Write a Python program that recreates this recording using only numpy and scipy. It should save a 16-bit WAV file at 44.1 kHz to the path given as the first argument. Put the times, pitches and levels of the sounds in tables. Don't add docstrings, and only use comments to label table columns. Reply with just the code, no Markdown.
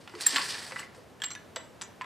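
import sys
import numpy as np
from scipy import signal
from scipy.fft import rfft, irfft
from scipy.io import wavfile

SR = 44100
rng = np.random.default_rng(int(sys.argv[2]) if len(sys.argv) > 2 else 0)


def boost(x):
    u = np.asarray(x, float) / 20
    return 10 ** u


def transcribe(signal):
    frames = np.atleast_2d(signal).T
    limited = np.clip(frames, -1, 1)
    pcm = np.round(limited * 32767).astype(np.int16)
    wavfile.write(sys.argv[1], SR, pcm)


N = 90404

# pitch_hz [Hz], level_db [dB], t60_s [s]
CASING_MODES = [(1017, 2, .12), (1120, 2, .12), (1162, -2, .09), (1295, -3, .07), (1432, 2, .08),
                (1740, 3, .07), (1785, 2, .06), (1968, 3, .05), (2015, 2, .05), (2085, -3, .05),
                (2180, -3, .05), (2452, -4, .05)]
# pitch_hz [Hz], level_db [dB], t60_s [s]
HELD_RIM_MODES = [(7576, 0, .048), (7620, -34, .15), (12280, -34, .14), (14230, -18, .07)]
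# pitch_hz [Hz], level_db [dB], t60_s [s]
SEATED_RIM_MODES = [(7682, -9, .36), (7720, 0, .08), (7640, -4, .1), (8366, -16, .1), (12350, -20, 0.045),
                    (14330, -18, .05)]


def rms_one(x):
    return x / np.sqrt(np.mean(x ** 2) + 1e-20)


def butterworth(x, order, hz, kind="low"):
    return signal.sosfilt(signal.butter(order, hz, kind, fs=SR, output="sos"), x)


def at_hz(points, hz):
    point_hz, point_db = np.array(points).T
    return np.interp(np.log(hz), np.log(point_hz), point_db)


def colour(x, points):
    hz = np.maximum(np.arange(N // 2 + 1) * SR / N, 1)
    return irfft(rfft(x) * boost(at_hz(points, hz)), N)


def drift(hz):
    return rms_one(butterworth(rng.standard_normal(N + SR), 2, hz)[SR:])


def add(out, start_s, x):
    i = int(start_s * SR)
    out[i:i + len(x)] += x[:len(out) - i]


def ringing(modes, spread_db=0.):
    hz, db, t60 = np.transpose(modes)[:, :, None]
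    t = np.arange(int(SR * np.clip(t60.max(), .02, .4))) / SR
    level = boost(db + spread_db * rng.standard_normal(hz.shape))
    decay = boost(-60 * t / np.maximum(t60, .003))
    return np.sum(level * np.sin(2 * np.pi * hz * t) * decay, axis=0)


def crowd(low_hz, high_hz, t60, centre_hz, octaves, skirt_db, count):
    skirt_db_per_octave = -24
    hz = low_hz * (high_hz / low_hz) ** ((np.arange(count) + rng.random(count)) / count)
    away = np.log2(hz / centre_hz)
    skirt = boost(skirt_db + skirt_db_per_octave * np.maximum(away, 0))
    share = np.exp(-.5 * (away / octaves) ** 2) + skirt
    decay_s = t60 * (hz / centre_hz) ** -.4 * rng.uniform(.6, 1.5, count)
    return np.c_[hz, 20 * np.log10(share), decay_s]


def rough_contact():
    contact_s, rise_s, first_touch_db = 0.0047, .0004, 8
    t = np.arange(SR // 50) / SR
    uneven_db = 4.1 * rng.standard_normal(len(t)) + first_touch_db * (t < 2 * rise_s)
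    force = rng.standard_normal(len(t)) * np.exp(-t / contact_s)
    return force * boost(uneven_db) * (1 - np.exp(-t / rise_s))


def strike(start_s, level_db, modes, rough):
    if rough:
        x = signal.fftconvolve(rough_contact(), ringing(modes, spread_db=4.5))
    else:
        x = ringing(modes)
        x = x * (1 - np.exp(-np.arange(len(x)) / (0.00031 * SR)))
    out = np.zeros(N)
    add(out, start_s, boost(level_db) * x / np.sqrt(np.mean(x[:SR // 150] ** 2)))
    return out


def knocks(rows, rim):
    body_trim_db = [-13, -6.5, -1]
    clack_trim_db, casing_trim_db, rim_trim_db = body_trim_db
    hollow_db = -1
    out = np.zeros(N)
    for start_s, clack_db, clack_hz, casing_db, rim_db in rows:
        clack = crowd(1502, 15500, .03, clack_hz, 0.36, -15.5, count=90)
        hollow = crowd(850, 2800, .045, 1700, .5, -20, count=45) + [0, hollow_db, 0]
        out += strike(start_s, clack_db + clack_trim_db, clack, True)
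        out += strike(start_s, casing_db + casing_trim_db, np.r_[CASING_MODES, hollow], True)
        out += strike(start_s, rim_db + rim_trim_db, rim, False)
    return out


def air():
    # pitch_hz [Hz], level_db [dB]
    hush_spectrum = [(15, -40), (35, -18), (64, -8.5), (100, -3), (486, -6.5), (1010, -13), (2600, -21.5),
                     (15700, -36.5)]
    # pitch_hz [Hz], likeness [0 to 1]
    likeness = [(25, .3), (60, .65), (150, .7), (600, 0.52), (5000, 0.9)]
    hush_db, swell_db = -53.5, .5
    mid, side = colour(rng.standard_normal((2, N)), hush_spectrum)
    share = [(hz, 10 * np.log10((1 - c) / (1 + c))) for hz, c in np.clip(likeness, .01, [SR, .98])]
    stereo = mid + colour(side, share) * [[1], [-1]]
    return boost(hush_db + swell_db * drift(1.3)) * stereo / np.std(mid)


def scrape():
    # start_s [s], level_db [dB], brightness_db [dB], casing_share_db [dB]
    slide = [(0.001, -60, 1, 0.5), (.07, -71, 3.5, -1.5), (0.17, -61, 5.5, 1.5), (.198, -49.5, 2, 1),
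             (0.213, -38.5, 12, -5), (.25, -41.5, -0.5, -5), (.3, -37.5, 4, -4.5), (.4, -38.5, 2.5, -1),
             (.47, -45, 5.5, -1.5), (.505, -41, 3, -5), (.56, -46, 4.5, 2), (.68, -53.5, 7, 1),
             (.75, -58, 7.5, -1), (.8, -53, 8, 7.5), (.845, -59.5, 9, 8.5), (.89, -74, -2.5, 5),
             (.94, -72.5, 0.5, 3), (.96, -65.5, 10, 5), (1.06, -77.5, -1, -5)]
    # centre_s [s], half_length_s [s], level_db [dB]
    surges = [
        (.425, .007, 3),
        (.462, .007, 2.5),
        (.507, .006, 7),
        (.523, .004, 3),
        (.547, .009, 4.5),
        (.592, .005, 4),
        (.644, .009, 5),
        (.7, .008, 4),
    ]
    # pitch_hz [Hz], level_db [dB per Hz]
    friction_spectrum = [(200, -17.5), (400, -4), (650, -11.5), (1070, -4), (4570, -10), (6700, -17.5),
                         (10000, -16.5), (11500, -24)]
    # pitch_hz [Hz], width_hz [Hz], level_db [dB]
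    resonances = [(1818, 220, -7), (4750, 1200, -1.5), (8190, 1200, -9)]
    grit_per_s, grit_spread_db, judder_db = 9000, 3, 1.2
    modes_db, scrape_db, resonance_gain_db = -11, 3.0, 11.0
    edge_share = 0.38

    s, *columns = np.transpose(slide)
    t = np.arange(N) / SR
    level_db, bright_db, casing_db = [np.interp(t, s, c) for c in columns]
    surge_db = sum(db * np.exp(-.5 * ((t - at) / half) ** 2) for at, half, db in surges)
    gate = np.clip((t - s[0]) * 100, 0, 1) * np.clip((s[-1] - t) / 0.041, 0, 1)

    hits = rng.random(N) < grit_per_s / SR
    size = boost(grit_spread_db * np.minimum(rng.exponential(1, N), 4))
    grit = hits * size * rng.choice([-1, 1], N)
    grit = rms_one(grit) * boost(level_db + judder_db * drift(40)) * gate
    grit_rms = np.sqrt(np.mean(grit ** 2))

    hiss = colour(grit, friction_spectrum)
    for hz, width, db in resonances:
        peak = signal.lfilter(*signal.iirpeak(hz, hz / width, SR), hiss)
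        hiss = hiss + boost(db + resonance_gain_db) * peak
    modes = np.r_[CASING_MODES, crowd(2400, 9500, .04, 4600, .3, -12, count=40)]
    rung = signal.fftconvolve(grit, ringing(modes))[:N]
    body = rms_one(hiss) + boost(modes_db) * rms_one(rung)

    low = butterworth(body, 4, 2600)
    mid = butterworth(body, 3, [2600, 6800], "band")
    high = butterworth(body, 4, 6800, "high")
    low_db = casing_db + edge_share * surge_db + judder_db * drift(25)
    high_db = bright_db + edge_share * surge_db + judder_db * drift(24.8)
    return boost(scrape_db) * grit_rms * (boost(surge_db) * mid + boost(low_db) * low + boost(high_db) * high)


def slide_knocks():
    rows = [(0.0755, -36, 3170, -36.5, -71), (0.0955, -40, 3840, -43, -66), (0.1372, -57, 3430, -39.5, -75),
            (0.1505, -39, 4770, -38, -69.5), (0.2085, -24.5, 4080, -53, -55), (0.3598, -12, 4130, -20, -48),
            (0.3654, -20.5, 3740, -26, -34), (0.3811, -18.5, 2440, -30.5, -38),
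            (0.3931, -23.5, 4300, -27, -51), (0.4109, -48, 4340, -29.5, -49), (0.7105, -44, 4180, -36, -64),
            (0.7205, -32, 4050, -32, -65), (0.7597, -35, 3030, -31.5, -68), (0.7649, -40, 2500, -31.5, -60),
            (0.7936, -33, 4500, -34, -52.5), (0.9475, -45, 5140, -50.5, -64)]
    return knocks(rows, HELD_RIM_MODES)


def selector_fork():
    # start_s [s], level_db [dB]
    hits = [
        (.078, -51.5),
        (1.2, -60.5),
        (1.219, -47.5),
        (1.24, -38.5),
        (1.563, -60),
    ]
    # pitch_hz [Hz], level_db [dB], t60_s [s]
    fork_modes = [(2880, 0, .045), (2950, -6, .17), (2860, -10, .12), (3510, -3, 0.023), (3704, -10, .08)]
    return sum(strike(start_s, level_db, fork_modes, False) for start_s, level_db in hits)


def single_modes():
    # start_s [s], level_db [dB], pitch_hz [Hz], t60_s [s]
    bump_rows = [
        (.139, -35, 350, 0.13),
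        (.155, -35.5, 443, 0.075),
        (.33, -36.5, 269, 0.13),
        (.72, -36.5, 514, 0.078),
        (1.562, -36.5, 641.5, 0.07),
        (1.566, -34.5, 507, 0.082),
        (.98, -42, 497, 0.075),
    ]
    # start_s [s], level_db [dB], pitch_hz [Hz], t60_s [s]
    part_rows = [(.368, -28.5, 1120, 0.13), (.383, -29, 1100, 0.11), (.7605, -29, 1985, 0.046),
                 (0.83, -34, 2068, .035), (1.2188, -22.5, 3270, .022), (2.0115, -30.5, 1020, 0.092),
                 (.2645, -23.5, 1800, 0.041), (.3605, -21.5, 1985, 0.033), (.381, -27, 2000, 0.03),
                 (1.2195, -32, 1700, 0.042), (1.561, -34.5, 3540, 0.028), (.202, -35.5, 1600, 0.027),
                 (.152, -45, 4500, 0.059),
                 (0.27, -13.5, 8700, .009), (0.264, -15, 9000, 0.011), (0.36, -20.5, 4090, 0.035),
                 (0.37, -30.5, 4260, 0.059), (0.37, -26, 1380, 0.055), (0.36, -19.5, 1830, 0.032),
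                 (.795, -39.5, 7850, 0.075), (.795, -40, 7200, .03), (0.79, -32, 2880, .02),
                 (1.1, -56, 10800, .005), (.796, -48, 13000, .03), (.14, -41.5, 1000, 0.054),
                 (1.351, -50.5, 9400, 0.046), (1.351, -39.5, 3700, 0.037), (1.36, -36, 1700, .05),
                 (1.816, -50.5, 9970, 0.067), (1.836, -46, 6830, 0.091), (2.012, -38.5, 2476, .04),
                 (2.016, -43, 1793, 0.08), (.69, -49, 6200, 0.12), (0.62, -46, 4300, .04)]
    out = np.zeros(N)
    for start_s, level_db, hz, t60 in bump_rows + part_rows:
        x = ringing([(hz, 0, t60)])
        rise = 1 - np.exp(-np.arange(len(x)) * hz / SR)
        add(out, start_s, boost(level_db) * x * rise)
    return out


def shoulder_stop():
    rows = [
        (0.2643, -17, 8900, -40.5, -53.5),
        (0.2659, -15.5, 5010, -39, -13.5),
    ]
    return knocks(rows, HELD_RIM_MODES)


def rubs():
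    rows = [
        (0.336, 0.019, -34),
        (1.249, 0.014, -31),
        (1.274, 0.015, -41.5),
        (1.292, 0.031, -42),
        (1.327, 0.0086, -42),
        (1.838, .012, -53),
    ]
    stop_s, band_hz = 0.0078, 500
    out = np.zeros(N)
    for start_s, length_s, level_db in rows:
        n = int(length_s * SR)
        friction = rng.standard_normal(n + SR // 20)
        x = signal.fftconvolve(friction, ringing(HELD_RIM_MODES[:2]))[SR // 20:]
        k = np.arange(len(x))
        swell = np.where(k < n, k / n, np.exp(-(k - n) / (stop_s * SR)))
        add(out, start_s, boost(level_db) * x / np.sqrt(np.mean(x[:n] ** 2)) * swell)
    return butterworth(out, 2, HELD_RIM_MODES[0][0] + band_hz * np.r_[-1, 1], "band")


def rattle():
    rows = [
        (1.2013, -46.5, 3680, -45, -63.5),
        (1.2186, -27, 4700, -34, -40.5),
        (1.2372, -21.5, 4040, -33, -37),
        (1.2418, -27, 4520, -35, -37),
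        (1.3046, -35, 4400, -40, -58),
        (1.3124, -30.5, 4260, -36.5, -49),
        (1.3508, -35, 3950, -35.5, -59),
    ]
    # pitch_hz [Hz], level_db [dB], t60_s [s]
    loose_rim_modes = [(7585, -1, 0.062), (7615, 0, 0.13), (7710, -8, 0.064), (12300, -22, 0.12),
                       (13720, -17, .09), (14240, -19, .08)]
    return knocks(rows, loose_rim_modes)


def second_hub():
    hits = [
        (1.305, -43.5),
        (1.334, -47.5),
        (1.351, -47),
        (1.561, -46.5),
        (1.8172, -42.5),
        (1.835, -58),
    ]
    # pitch_hz [Hz], level_db [dB], t60_s [s]
    hub_modes = [(5927, 0, .035), (5945, -13, .22), (5985, -14, .18), (6056, -7, .06), (6920, -12, .05)]
    return sum(strike(start_s, level_db, hub_modes, False) for start_s, level_db in hits)


def seating_taps():
    rows = [
        (1.5599, -25, 3960, -38.5, -37.5),
        (1.5645, -27.5, 3600, -28.5, -57),
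    ]
    return knocks(rows, SEATED_RIM_MODES)


def damped_taps():
    rows = [
        (1.8125, -27.5, 4410, -43, -52),
        (1.8174, -27, 6212, -33.5, -42),
        (1.8225, -31.5, 5000, -42, -42.5),
        (1.8352, -42, 6900, -54, -53),
        (2.0108, -33.5, 3540, -30, -61.5),
        (2.0175, -38.5, 3940, -33.5, -56),
        (2.0424, -41, 3920, -38, -71),
    ]
    finger_share, glove_cut_hz = .4, 10500
    rim = np.multiply(SEATED_RIM_MODES, [1, 1, finger_share])
    return butterworth(knocks(rows, rim), 6, glove_cut_hz)


def workshop(x):
    t60_s, wall_cut_hz, room_db, side_db = 0.37, 3850, -13.5, -7
    t = np.arange(int(.6 * SR)) / SR
    mid, side = butterworth(rng.standard_normal((2, len(t))), 2, wall_cut_hz)
    tail = mid + boost(side_db) * side * [[1], [-1]]
    tail = tail * boost(-60 * t / t60_s) * np.clip((t - .004) / 0.0033, 0, 1)
    tail = tail / np.sqrt(np.mean(np.sum(tail ** 2, axis=1)))
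    return boost(room_db) * signal.fftconvolve(x[None], tail)[:, :N]


def scene():
    pan_db, low_cut_hz = -.3, 850
    port_lag_s, port_hz, port_db = .0012, 8500, -18
    impacts = slide_knocks() + shoulder_stop() + rattle() + seating_taps() + damped_taps()
    impacts = impacts + rubs() + second_hub() + selector_fork()
    box = butterworth(impacts, 4, low_cut_hz, "high") + single_modes()
    box = butterworth(box + scrape(), 2, 200, "high")
    uneven = np.zeros(N)
    add(uneven, port_lag_s, boost(port_db) * butterworth(box, 4, port_hz, "high"))
    direct = box * boost([[pan_db], [-pan_db]]) + uneven * [[1], [-1]]
    return direct + workshop(box) + air()


def low_pass(x):
    return signal.sosfilt(signal.butter(12, 15890, fs=SR, output="sos"), x)


def record(dry):
    mic_roll_hz, rumble_cut_hz, top_cut_hz = 14000, 62, 16300
    mix = butterworth(dry, 2, mic_roll_hz)
    mix = butterworth(mix, 2, rumble_cut_hz, "high")
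    mix = signal.sosfilt(signal.cheby2(12, 60, top_cut_hz, fs=SR, output="sos"), mix)
    return low_pass(mix)


dry = scene()
out = record(dry)
transcribe(out)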